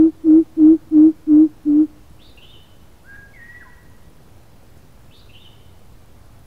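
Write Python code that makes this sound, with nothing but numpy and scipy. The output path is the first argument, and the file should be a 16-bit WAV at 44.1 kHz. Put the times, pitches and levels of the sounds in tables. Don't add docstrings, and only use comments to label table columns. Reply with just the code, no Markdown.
import sys
import numpy as np
from scipy import signal
from scipy.io import wavfile
from scipy.ndimage import uniform_filter1d

SR = 44100
rng = np.random.default_rng(int(sys.argv[2]) if len(sys.argv) > 2 else 0)


def unload_wav(signal):
    wavfile.write(
        sys.argv[1],
        SR,
        np.round(np.clip(np.atleast_2d(signal).T, -1, 1) * 32767).astype(np.int16),
    )


N = 284886


def gain_of(db):
    return 10 ** (np.asarray(db) / 20)


def evened(x):
    return x / np.sqrt(np.mean(x ** 2) + 1e-20)


def coloured(points, length, patchy_db):
    frames = length // 256 + 5
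    bin_hz = np.fft.rfftfreq(1024, 1 / SR)
    real, imaginary, patches = rng.standard_normal((frames, 513, 3)).T
    patches = uniform_filter1d(patches, size=8, axis=0)
    patches = evened(uniform_filter1d(patches, size=12, axis=1))
    point_hz, point_db = np.transpose(points)
    shape_db = np.interp(np.log(bin_hz + 1), np.log(point_hz + 1), point_db)[:, None]
    spectrum = (real + 1j * imaginary) * gain_of(shape_db + patchy_db * patches)
    noise = signal.istft(spectrum, nperseg=1024, noverlap=768)[1]
    return evened(noise[:length])


def add(mix, start_s, sound):
    part = mix[round(start_s * SR):][:len(sound)]
    part += sound[:len(part)]


def note(level, hz, waver, flutter_db=0):
    shakes = rng.standard_normal((2, len(hz)))
    pitch_shake, level_shake = (evened(uniform_filter1d(shake, size=100)) for shake in shakes)
    smooth_hz = uniform_filter1d(hz, size=300, mode="nearest")
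    pitch = smooth_hz * (1 + waver * pitch_shake)
    phase = 2 * np.pi * np.cumsum(pitch) / SR
    return level * gain_of(flutter_db * level_shake), phase


def echoes(x, first_s, build_s, t60):
    at = np.arange(0, SR, 20) + rng.integers(0, 20, SR // 20)
    t = np.maximum(at / SR - first_s, 0)
    signs = rng.choice([-1., 1.], len(at))
    taps = np.zeros(SR + 20)
    taps[at] = signs * np.minimum(t / build_s, 1) * gain_of(-60 * t / t60)
    return signal.fftconvolve(x, taps / np.linalg.norm(taps))[:N]


def drone():
    # time in seconds, level in dB, pitch in Hz before the waver.
    hum = [(4.0, -65.5, 115.1), (4.3, -60, 115), (5.4, -55.5, 110.7), (6.46, -58.5, 112.8)]
    s, db, hz = np.transpose(hum)
    t = np.arange(N) / SR
    level = np.interp(t, s, gain_of(db), left=0)
    level, phase = note(level, np.interp(t, s, hz), waver=.1, flutter_db=1.5)
    return level * np.sqrt(2) * np.sin(phase)


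def yard():
    # frequency in Hz, relative level in dB per Hz.
    yard_spectrum = [(20, -2.5), (45, -1.5), (105, -2.5), (140, -9), (300, -14), (450, -16.5),
                     (1000, -22.5), (2000, -30), (4000, -33.5), (8400, -38), (10800, -38), (13000, -38),
                     (15000, -38.5), (16000, -39)]
    # time in seconds, gain in dB.
    traffic_swell = [(0, -6), (2, 0), (3.996, -0.5), (4.6, -1), (5.6, 0), (6.46, 3)]
    # start in seconds, rms level in dB before the fades, length in seconds.
    rustles = [(4.762, -62, 0.0305), (5.161, -61.5, 0.0304)]
    # frequency in Hz, relative level in dB per Hz.
    rustle_spectrum = [(3000, -20), (5500, -0.5), (9000, -2), (11500, 1.5), (14000, -10)]
    wash = gain_of(-47) * coloured(yard_spectrum, N, patchy_db=0.82)
    bass = signal.sosfilt(signal.butter(2, 140, fs=SR, output="sos"), wash)
    swell = gain_of(np.interp(np.arange(N) / SR, *np.transpose(traffic_swell)))
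    out = wash + (swell - 1) * bass + drone()
    for start_s, db, length_s in rustles:
        puff = coloured(rustle_spectrum, 4096, patchy_db=0.5)[:round(length_s * SR)]
        add(out, start_s, gain_of(db) * puff * np.hanning(len(puff)))
    return out


def focus_drive():
    # first tick in seconds, time in seconds before which the run ends.
    tick_runs = [(.0315, 4.78), (4.7918, 6.46)]
    gap_s, mode_hz, width_hz = .066692, 10830, 480
    level_db, spread_db, detune = -46, 1.9, 0.014
    at = np.concatenate([np.arange(first, until, gap_s) for first, until in tick_runs])
    t = np.arange(300) / SR
    envelope = np.sqrt(t / .001) * np.exp(-np.pi * width_hz * t)
    out = np.zeros(N)
    for start_s, (size, tune) in zip(at, rng.standard_normal((len(at), 2))):
        ring = envelope * np.sin(2 * np.pi * mode_hz * (1 + detune * tune) * t)
        add(out, start_s, gain_of(level_db + spread_db * size) * ring)
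    return out


def song(notes, start_s, db, edge_s, waver, flutter_db):
    out = np.zeros(N)
    for note_s, length_s, glide_s, *row in notes:
        levels_db, pitches_hz, buzz = np.array(row[0:3]), row[3:6], sum(row[6:])
        t = np.arange(0, length_s, 1 / SR)
        turns = [0, glide_s, length_s]
        fades = np.minimum(np.minimum(t, length_s - t) / edge_s, 1)
        level = np.interp(t, turns, gain_of(db + levels_db)) * fades
        level, phase = note(level, np.interp(t, turns, pitches_hz), waver + buzz, flutter_db)
        add(out, start_s + note_s, level * np.sqrt(2) * np.sin(phase))
    return out


def far_birds():
    # start in seconds into the phrase, length and glide in seconds,
    # relative level in dB at start, turn and end, pitch in Hz at start, turn and end, buzz as a share of pitch.
    chirp_notes = [(0, .046, .022, -55.5, -58.5, -64.5, 2494, 3200, 4390, 0.0543),
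                   (.04, .056, 0.0347, -61.5, -63, -58, 4390, 4498, 4746, 0.0239),
                   (.026, .102, 0.04986, -55.5, -58.5, -65, 3554, 3801, 3956, 0.05896),
                   (.097, 0.016, 0.0088, -66, -65.5, -70, 2900, 2650, 2550, 0.018),
                   (.184, 0.02, 0.0031, -41, -49, -51.5, 2607, 2688, 2773, 0.0455),
                   (.224, .05, .028, -52.5, -46.5, -61, 3200, 2950, 3050, 0.0542),
                   (.272, 0.053, 0.01516, -54.5, -59, -53.5, 3362, 3572, 3600, .025),
                   (.33, .046, 0.01984, -73.5, -48, -57.5, 3369, 3050, 2885, .012)]
    # start of the phrase in seconds, gain on it in dB.
    chirp_phrases = [(2.19, 0.5), (5.108, 0)]
    # start, length and glide in seconds, level in dB at start, turn and end,
    # pitch in Hz at start, turn and end.
    whistle_notes = [(3.035, 0.1366, 0.0464, -67, -49.5, -37.5, 1341, 1618, 1630),
                     (3.33, .262, .068, -51, -45.5, -44, 2276, 1858, 1958),
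                     (3.6, 0.04, 0.02355, -43.5, -43.5, -58, 1805, 1621, 1128),
                     (3.648, .064, 0.0159, -49.5, -49, -60.5, 1121, 1030, 942)]
    chirps = sum(song(chirp_notes, start_s, db, edge_s=0.00236, waver=0, flutter_db=2.5)
                 for start_s, db in chirp_phrases)
    whistles = song(whistle_notes, 0, 0, edge_s=0.0107, waver=.007, flutter_db=2)
    chirps = chirps + gain_of(-3.0) * echoes(chirps, first_s=0.00115, build_s=0.00174, t60=0.151)
    whistles = whistles + gain_of(-9) * echoes(whistles, first_s=.002, build_s=.002, t60=.3)
    chirps = chirps + gain_of(-6) * echoes(chirps, first_s=0.019, build_s=0.022, t60=0.944)
    return chirps + whistles + gain_of(-5) * echoes(whistles, first_s=0.007, build_s=0.01, t60=1.192)


def hoot(length_s, early_db, late_db, overshoot_hz, sag_hz, top_hz):
    overshoot_s, sag_s, sag_end_s = .019, .058, .088
    climb_s, drop_s = .038, .016
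    scoop, drop = 0.9035, .94
    rise_per_s, release_s = 6.8, .045
    toe_in_s, toe_out_s, shoulder = .003, 0.016, 8.0
    t = np.arange(1, length_s * SR) / SR
    left = length_s - t + 1 / SR
    hold = np.interp(t, [sag_end_s, length_s - sag_s], gain_of([early_db, late_db]))
    rise = rise_per_s * t ** 2 / (t + toe_in_s)
    fall = gain_of(late_db) / release_s * left ** 2 / (left + toe_out_s)
    level = (rise ** -shoulder + hold ** -shoulder + fall ** -shoulder) ** (-1 / shoulder)
    hz = np.interp(t, [0, overshoot_s, sag_s, sag_end_s, length_s - climb_s, length_s - drop_s],
                   [scoop * sag_hz, overshoot_hz, sag_hz, sag_hz, top_hz, drop * top_hz])
    return note(level, hz, waver=0.0043, flutter_db=0.0439)


def coucal():
    # start and length in seconds, effort early and late in the hold as rms dB,
    # pitch in Hz at the overshoot, the sag and the top of the climb.
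    hoots = [(-.105, 0.2185, -7.5, -9, 329.6, 309.1, 328.1), (.234, 0.207, -7.5, -7.5, 332.9, 309.8, 330.8),
             (.564, 0.21325, -6.5, -7, 325.5, 305.8, 328.3), (.907, 0.21844, -7, -7, 320.9, 302.7, 322.6),
             (1.265, 0.2204, -8, -7.5, 315.8, 298.5, 319.8), (1.649, 0.22, -13, -9.5, 304, 292.9, 313.6)]
    # multiple of the fundamental, level in dB relative to it.
    overtones = [(2, -42), (3, -55)]
    # frequency in Hz, relative level in dB per Hz.
    throat_air = [(25, 2), (100, 2.5), (230, 5), (420, 4), (650, 0.5), (830, -10.5), (1430, -14.5),
                  (1560, -24.5), (2300, -31.5), (4000, -43), (8000, -71)]
    air_db = -27
    out = np.zeros(N)
    air = coloured(throat_air, N, patchy_db=0.1)
    for start_s, *shape in hoots:
        skipped = round(max(-start_s, 0) * SR)
        level, phase = (v[skipped:] for v in hoot(*shape))
        phase = phase - phase[0]
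        start_s = max(start_s, 0)
        tone = np.sin(phase) + sum(gain_of(db) * np.sin(k * phase) for k, db in overtones)
        breath = air[round(start_s * SR):][:len(level)]
        rush = gain_of(air_db) * breath * (level / level.max()) ** 0.083
        add(out, start_s, level * (np.sqrt(2) * tone + rush))
    return out + gain_of(-40) * echoes(out, first_s=.04, build_s=.07, t60=1.9)


def scene():
    return (yard() + focus_drive() + far_birds() + coucal())[None]


def record(dry):
    bias, edge_hz = .005, 15700
    low_pass = signal.firwin(2047, edge_hz, window=("kaiser", 9), fs=SR)
    return signal.oaconvolve(dry + bias, low_pass[None], "same")


dry = scene()
out = record(dry)
unload_wav(out)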